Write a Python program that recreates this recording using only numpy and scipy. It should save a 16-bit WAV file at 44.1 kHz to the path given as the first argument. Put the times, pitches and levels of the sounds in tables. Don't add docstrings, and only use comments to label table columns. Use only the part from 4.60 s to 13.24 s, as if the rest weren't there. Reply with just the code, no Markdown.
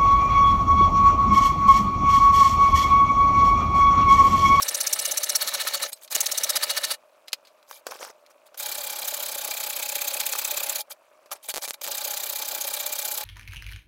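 import sys
import numpy as np
from scipy import signal
from scipy.fft import rfft, irfft
from scipy.io import wavfile
from scipy.ndimage import uniform_filter1d

SR = 44100
rng = np.random.default_rng(int(sys.argv[2]) if len(sys.argv) > 2 else 0)


def persist_wave(psi):
    counts = np.round(np.clip(psi, -1, 1) * 32767).astype(np.int16)
    wavfile.write(sys.argv[1], SR, np.atleast_2d(counts).T)


N = 381024
TIME = np.arange(N) / SR
NEAR = np.arange(-3000, 3000) / SR
CUTOFF_HZ = 15900

STROKE_S = 0.0625
# (time [s], push effort [dB], nominal tooth rate [Hz])
FIRST_RIP_MARKS = [(.028, -21.5, 5660), (.089, -20.5, 5900), (.458, -20.5, 6100), (.699, -20, 5990),
                   (.76, -17.5, 5480), (.821, -21, 4300), (1.011, -21.5, 3990), (1.148, -21, 4260),
                   (1.233, -21, 4060)]
SECOND_RIP_MARKS = [(1.555, -18.5, 6660), (1.722, -22, 6260), (1.842, -19, 6000), (1.902, -18, 5240),
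                    (1.966, -18.5, 4900), (2.107, -20.5, 4425), (2.315, -21, 4650)]
TEETH_PER_PUSH = 68
RIP_PULL_DB, RIP_PULL_SPREAD_DB = -35.5, 3
# (time [s], push effort [dB])
FIRST_SHOULDER_MARKS = [(4.003, -28), (4.424, -31), (4.484, -25), (4.604, -29), (4.722, -30),
                        (4.786, -28.5), (5.357, -26), (5.729, -25), (6.160, -25.5)]
SECOND_SHOULDER_MARKS = [(7.245, -29), (7.318, -27.5), (7.449, -27), (7.888, -27.5), (8.079, -26),
                         (8.518, -26), (8.643, -27.5)]
CROSS_PULL_SHARE, CROSS_PULL_DB, CROSS_PULL_SPREAD_DB = 0.48, -30, 1.32
LOW_CHIRP_CENTRE_S, LOW_CHIRP_REACH_S, LOW_CHIRP_DB = 5.6, 1.0, -37
LOW_CHIRP_HZ, LOW_CHIRP_LENGTH_S = 2600, 0.01073

# (centre [Hz], width [Hz], lift [dB])
RIP_RESONANCES = [(584, 128, 12.5), (850, 41, 6.5), (1298, 53, 8), (1787, 140, 8.5), (2250, 220, 6.5),
                  (2890, 52, 8.5), (3730, 290, 5.5), (3970, 120, 10), (4400, 180, 7.5), (4700, 130, -5),
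                  (5500, 80, 6), (5740, 70, 2.5), (6140, 33, 4.5), (7270, 140, 0.5), (10900, 350, 6)]
CROSS_RESONANCES = [(578, 95, 11), (728, 51, -1.5), (840, 49, 12), (1595, 100, 3.5), (2364, 100, 12),
                    (3210, 220, 4.5), (3710, 300, 4), (4050, 120, 6.5), (4440, 90, 6.2), (4850, 210, 5.7),
                    (5320, 100, 1.8), (6400, 150, 8.1), (10300, 100, 6.5), (10780, 250, 5), (14270, 400, 5)]
# (frequency [Hz], relative density [dB])
RIP_BITE_SPECTRUM = [(40, -57), (250, -30), (600, -28), (1300, -35), (2500, -7.5), (4000, -5.5), (6000, 4),
                     (9000, 3), (12000, 0.5), (16000, -2)]
RIP_TEAR_SPECTRUM = [(40, -31), (200, -27.5), (500, -13.5), (900, -6.5), (1300, 1), (2200, -5.5),
                     (4500, -0.5), (8000, -22), (16000, -14.5)]
RIP_DRAG_SPECTRUM = [(40, -25), (150, -18), (300, -11.5), (550, -1.5), (900, 0), (2000, 0.5), (3200, 1),
                     (4200, 2.5), (5600, -1), (9500, -4.5), (12000, -3.5), (16000, -5)]
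# (frequency [Hz], relative density [dB])
CROSS_BITE_SPECTRUM = [(40, -31.5), (300, -22.5), (700, -11.5), (1500, -3.5), (2700, -3), (3800, 0.5),
                       (5500, -4.5), (7500, 2), (9000, -2.5), (11000, 1.5), (14000, 4.5), (16000, 0.5)]
CROSS_DRAG_SPECTRUM = [(40, -22), (150, -23), (300, -9.5), (450, -5), (650, 2), (950, 1), (1400, -1.5),
                       (2000, -9), (4000, -3.5), (6000, -4), (9000, -28), (16000, -9)]

# (time [s], relative crack level [dB], relative thud level [dB])
FIBRE_SNAPS = [(1.564, -4, -35), (6.941, -12.5, -18), (6.946, -13, -34), (6.96, -11, -36),
               (6.967, -12, -15), (6.975, -10.5, -31), (6.981, -13, -14), (7.0781, -16, -23),
               (7.085, -16, -40), (7.108, -7.5, -36), (7.2663, -14, -30), (7.2765, -13, -34)]
# (frequency [Hz], relative density [dB])
CRACK_SPECTRUM = [(60, -21), (500, 3.5), (2000, 4), (7000, 4), (16000, -3)]
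THUD_SPECTRUM = [(30, -7), (150, -23.5), (400, -1), (650, 5), (1300, -2.5), (3000, -18), (16000, -33)]

# (time [s], level [dB], 60 dB decay time [s])
STEEL_CLACKS = [(1.477, -43, .03), (2.676, -49.5, 0.029), (2.682, -35.5, 0.036), (2.7208, -43, 0.032),
                (2.7305, -15.5, 0.032), (2.85, -53, 0.07), (2.871, -52, 0.088), (3.028, -52.5, .02),
                (3.663, -49, .03), (5.612, -25.5, 0.025)]
# (time [s], level [dB], 60 dB
# decay time [s])
WOOD_KNOCKS = [(3.1115, -28, 0.014), (3.267, -25, 0.033), (3.3105, -34, 0.04), (3.4495, -28.5, 0.0068),
               (3.9435, -44, 0.059), (4.613, -33, 0.02), (4.729, -35, 0.023), (5.735, -19, 0.013),
               (5.752, -25.5, 0.022), (6.659, -49, 0.046), (6.709, -43, .04), (6.715, -28.5, 0.051),
               (7.213, -48, .025)]
# (time [s], level [dB], half-power length [s])
WOOD_RUBS = [(3.281, -42, 0.02), (3.316, -37.5, 0.015), (3.35, -43.5, 0.035), (3.425, -37.5, 0.037),
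             (3.476, -43.5, 0.018), (3.5, -43.5, .014), (3.71, -53.5, 0.013), (6.727, -41.5, 0.017),
             (6.76, -46.5, 0.016)]
# (time [s], level [dB], half-power length [s])
BLADE_SLIDES = [(1.29, -38.5, 0.02), (1.33, -36.5, 0.013), (1.375, -57, 0.038), (1.436, -47.5, 0.033),
                (1.522, -30, 0.022), (2.341, -38, 0.012), (3.139, -48, .075), (3.87, -54, 0.013),
                (3.981, -35, 0.0095), (6.208, -30, 0.013), (6.316, -39, 0.022), (6.727, -32, 0.016),
                (6.852, -44, 0.031), (6.9, -29, 0.025), (6.968, -39, 0.041), (7.04, -29.5, 0.031),
                (7.092, -33, 0.02), (7.142, -37.5, 0.013), (7.216, -33, 0.0052), (7.226, -44, .012)]
# (frequency [Hz], relative density [dB])
CLACK_SPECTRUM = [(60, -52), (500, -12), (1600, -9.5), (2300, -0.5), (2830, -3), (3400, -1), (4700, -1.5),
                  (5600, -4.5), (7000, -7.5), (11000, -11.5), (16000, -15)]
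WOOD_SPECTRUM = [(30, -31), (150, -28.5), (300, -13), (500, 2), (850, 2), (1500, -1.5), (2000, -7.5),
                 (4200, -8.5), (5600, -3.5), (7200, -11.5), (16000, -15)]
SLIDE_SPECTRUM = [(35, -79), (60, -46.5), (579, -9.5), (2350, -7), (2770, -8.5), (3040, -5), (5330, -5),
                  (7060, -3), (8710, -4.5), (14200, -1), (16000, -7.5)]

# (time [s], level [dB])
BLADE_PINGS = [(1.33, -32), (2.343, -49)]
# (frequency [Hz], relative level [dB], 60 dB decay time [s])
BLADE_MODES = [(4060, -11, 0.07), (5190, -12, .058), (6788, -3, 0.046), (8210, 4.5, 0.037),
               (9600, -7, 0.034), (11230, 4, .03), (14810, -6, .035)]

# (frequency [Hz], relative density [dB])
AIR_SPECTRUM = [(30, -37), (150, -30), (300, -15), (450, -13), (570, -1.5), (750, -9), (1150, -6.5),
                (2000, -20), (2450, -14), (3200, -22.5), (16000, -31.5)]
# (centre [Hz], width [Hz], lift [dB])
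AIR_RESONANCE = [(614, 78, 7.3)]
AIR_DB = -59.5


def from_db(db):
    return 10 ** (np.asarray(db) / 20)


def add(track, s, sound):
    start = int(round(s * SR))
    first, last = max(start, 0), min(start + len(sound), N)
    if last > first:
        track[first:last] += sound[first - start:last - start]


def swell(length, edge=2.9):
    return 2 ** (-.5 * np.abs(2 * NEAR / length) ** edge)


def swells(rows, edge=2.8):
    power = np.zeros(N)
    for s, db, length in rows:
        add(power, s + NEAR[0], (from_db(db) * swell(length, edge)) ** 2)
    return np.sqrt(power)


def grit(grain_db, size=128):
    cells = signal.stft(rng.standard_normal(N), nperseg=size)[2]
    grains = rng.standard_normal(cells.shape)
    grains = uniform_filter1d(grains, size=7, axis=0)
    grains = uniform_filter1d(grains, size=2, axis=1)
    strength = from_db(grain_db * np.clip(grains / grains.std(), -3, 2.5))
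    noise = signal.istft(cells * strength, nperseg=size)[1][:N]
    return noise / noise.std()


def coloured(x, spectrum, body=(), size=8192):
    hz = np.maximum(np.fft.rfftfreq(size, 1 / SR), 1)
    points = np.array(spectrum)
    db = np.interp(np.log(hz), np.log(points[:, 0]), points[:, 1])
    for centre, width, lift in body:
        db = db + lift / (1 + (2 * (hz - centre) / width) ** 2)
    gain = from_db(db)
    gain = gain / np.sqrt(np.mean(gain ** 2 * (hz < CUTOFF_HZ)))
    cepstrum = irfft(np.log(gain))[:size // 2]
    cepstrum[1:] *= 2
    response = irfft(np.exp(rfft(cepstrum, size)))[:size // 2]
    return signal.oaconvolve(x, response)[:N]


def zips(rows, glide, jitter, octave_db, arch=0.045):
    out = np.zeros(N)
    for s, db, length, hz in rows:
        chance = uniform_filter1d(rng.standard_normal((2, len(NEAR))), size=48)
        wobble, grip = chance / chance.std()
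        travel = np.clip(2 * NEAR / length, -2, 2)
        bend = glide * rng.uniform(.4, 1.6) * travel / 2 - arch * travel ** 2
        rate = hz * np.exp(bend + jitter * wobble)
        phase = 2 * np.pi * np.cumsum(rate) / SR
        tone = np.sin(phase) + from_db(octave_db) * np.sin(2 * phase)
        force = from_db(db + 2.7 * np.clip(grip, -3, 2)) * swell(length)
        add(out, s + NEAR[0], force * tone)
    return out


def strokes(*cuts):
    out = []
    for cut in cuts:
        marks = np.transpose(cut)
        beats = np.r_[0, np.cumsum(np.round(np.diff(marks[0]) / STROKE_S))]
        each = np.arange(beats[-1] + 1)
        out.append([np.interp(each, beats, column) for column in marks])
    return np.hstack(out)


def rip_strokes():
    s, db, hz = strokes(FIRST_RIP_MARKS, SECOND_RIP_MARKS)
    pull_db = RIP_PULL_DB + RIP_PULL_SPREAD_DB * rng.standard_normal(len(s))
    return s, db, TEETH_PER_PUSH / hz, hz, pull_db


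def rip_cut(pull_lag=0.025, pull_length=0.019, entry_lead=0.022, entry_length=0.025, even_hz=5000):
    s, db, length, hz, pull_db = rip_strokes()
    speed = np.log2(hz / even_hz)
    second = s >= SECOND_RIP_MARKS[0][0]

    biting = swells(zip(s, db - 3.0 + 5.8 * speed, length), edge=3.1)
    bite = coloured(biting * grit(grain_db=4.5), RIP_BITE_SPECTRUM, RIP_RESONANCES)
    tear_db = db - 10.5 - 14 * speed + 2.8 * second
    tearing = swells(zip(s - .001, tear_db, length * 1.11), edge=2.7)
    tear = coloured(tearing * grit(grain_db=3.5), RIP_TEAR_SPECTRUM, RIP_RESONANCES)

    rows = np.transpose([s, db - 4.5 + 7.4 * speed, length * .85, hz * 1.02])
    teeth = zips(rows[~second], glide=-.09, jitter=0.039, octave_db=-25)
    teeth += zips(rows[second], glide=0.049, jitter=0.041, octave_db=-13.0)
    whistle_db = pull_db + 0.5 + 12 * speed - 10 * second
    returns = zip(s + pull_lag, whistle_db, length * 1.1, hz * 1.58)
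    teeth += zips(returns, glide=0.029, jitter=.09, octave_db=-40.5)

    stretch = (length / length.mean()) ** 0.1
    pulls = zip(s + pull_lag * stretch, pull_db - 1.5, pull_length * stretch)
    entries = ((t - entry_lead * k, -35, entry_length * k) for t, k in zip(s, stretch))
    dragging = swells([*pulls, *entries], edge=2.74)
    drag = coloured(dragging * grit(grain_db=4), RIP_DRAG_SPECTRUM, RIP_RESONANCES)

    springing = swells((t + 0.013, -41 - 6 * v, .016) for t, v in zip(s, speed))
    recoil_spectrum = [(40, -34), (400, -13.5), (620, 3.5), (900, -7.0), (3000, -36.5)]
    recoil = coloured(springing * grit(grain_db=4), recoil_spectrum, RIP_RESONANCES)
    return bite + tear + teeth + drag + recoil


def cross_strokes():
    cuts = [strokes(FIRST_SHOULDER_MARKS), strokes(SECOND_SHOULDER_MARKS)]
    s, db = np.hstack(cuts)
    beat = np.hstack([np.gradient(cut[0]) for cut in cuts])
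    pull_db = CROSS_PULL_DB + CROSS_PULL_SPREAD_DB * rng.standard_normal(len(s))
    return s, db, s + CROSS_PULL_SHARE * beat, pull_db


def cross_cut(push_length=.012, pull_length=0.013, push_hz=7300, pull_hz=7700):
    push_s, push_db, pull_s, pull_db = cross_strokes()
    all_s = np.r_[push_s, pull_s]
    effort = push_db - push_db.mean()
    pushes = swells(((s, db - .3, push_length) for s, db in zip(push_s, push_db)), edge=1.75)
    pulls = swells(((s, db - .6, pull_length) for s, db in zip(pull_s, pull_db)), edge=2.65)
    biting = np.hypot(pushes, pulls)
    bite = coloured(biting * grit(grain_db=4.0), CROSS_BITE_SPECTRUM, CROSS_RESONANCES)

    rubbing = swells(((s + 0.0076, -38 + rng.normal(0, 1), .02) for s in all_s), edge=2.7)
    drag = coloured(rubbing * grit(grain_db=3.5), CROSS_DRAG_SPECTRUM, CROSS_RESONANCES)

    pace = 1 + 0.056 * rng.standard_normal(len(push_s))
    push_rows = zip(push_s - .001, push_db - 1.0 + effort, np.full(len(pace), .004), push_hz * pace)
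    pull_rows = zip(pull_s - .001, pull_db - 4.5, np.full(len(pace), .006), pull_hz * pace)
    teeth = zips(push_rows, glide=.2, jitter=0.036, octave_db=-4)
    teeth += zips(pull_rows, glide=-0.05, jitter=0.056, octave_db=-18)
    return bite + drag + teeth + low_chirp(all_s)


def low_chirp(stroke_s):
    chirp_s = stroke_s[np.abs(stroke_s - LOW_CHIRP_CENTRE_S) < LOW_CHIRP_REACH_S]
    chirp_db = LOW_CHIRP_DB - 3 * (2 * (chirp_s - LOW_CHIRP_CENTRE_S) / LOW_CHIRP_REACH_S) ** 2
    rows = [(s + 0.00094, db, LOW_CHIRP_LENGTH_S, LOW_CHIRP_HZ) for s, db in zip(chirp_s, chirp_db)]
    return zips(rows, glide=0.0199, jitter=0.033, octave_db=-16, arch=.08)


def clicks(times, levels_db):
    out = np.zeros(N)
    out[np.round(times * SR).astype(int)] = from_db(levels_db)
    return out


def snaps():
    s, crack_db, thud_db = np.transpose(FIBRE_SNAPS)
    crack = coloured(clicks(s, crack_db + 4.0), CRACK_SPECTRUM)
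    thud = coloured(clicks(s, thud_db + 3.5), THUD_SPECTRUM)
    return crack + thud


def blows(rows):
    force, age = np.zeros(N), TIME[:SR // 4]
    for s, db, t60 in rows:
        add(force, s, from_db(db - 60 * age / t60))
    return force * grit(grain_db=-0.5)


def handling():
    steel = coloured(blows(STEEL_CLACKS), CLACK_SPECTRUM, [(4220, 690, 5.7), (4940, 160, 5.7)])
    rubbing = swells(WOOD_RUBS, edge=2.3) * grit(grain_db=7.0)
    wood = coloured(blows(WOOD_KNOCKS) + rubbing, WOOD_SPECTRUM, [(1510, 580, 2.2)])
    sliding = swells(BLADE_SLIDES, edge=3.35) * grit(grain_db=5.5)
    slide_body = [(hz, width, 0.99 * lift) for hz, width, lift in CROSS_RESONANCES]
    return steel + wood + coloured(sliding, SLIDE_SPECTRUM, slide_body)


def blade_ring():
    age = TIME[:SR // 5]
    ring = np.zeros(len(age))
    for hz, db, t60 in BLADE_MODES:
        ring += from_db(db - 60 * age / t60) * np.sin(2 * np.pi * hz * age)
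    return signal.oaconvolve(clicks(*np.transpose(BLADE_PINGS)), ring)[:N]


def workshop(x, t60=0.043, wet_db=-15):
    age = TIME[:SR // 4]
    tail = rng.standard_normal(len(age)) * from_db(-60 * age / t60)
    tail *= age > .002
    echo = signal.oaconvolve(x, tail / np.linalg.norm(tail))[:N]
    echo_spectrum = [(100, -8), (900, -6), (2500, 1), (5000, 3.5), (16000, 1.5)]
    return x + from_db(wet_db) * coloured(echo, echo_spectrum)


def room_air():
    return from_db(AIR_DB) * coloured(grit(grain_db=3.5), AIR_SPECTRUM, AIR_RESONANCE)


def scene():
    work = rip_cut() + cross_cut() + snaps() + handling() + blade_ring()
    return (workshop(work) + room_air())[None]


def record(dry):
    lowpass = signal.firwin(401, CUTOFF_HZ, fs=SR)
    return signal.oaconvolve(dry, lowpass[None], "same")


dry = scene()
out = record(dry)
persist_wave(out)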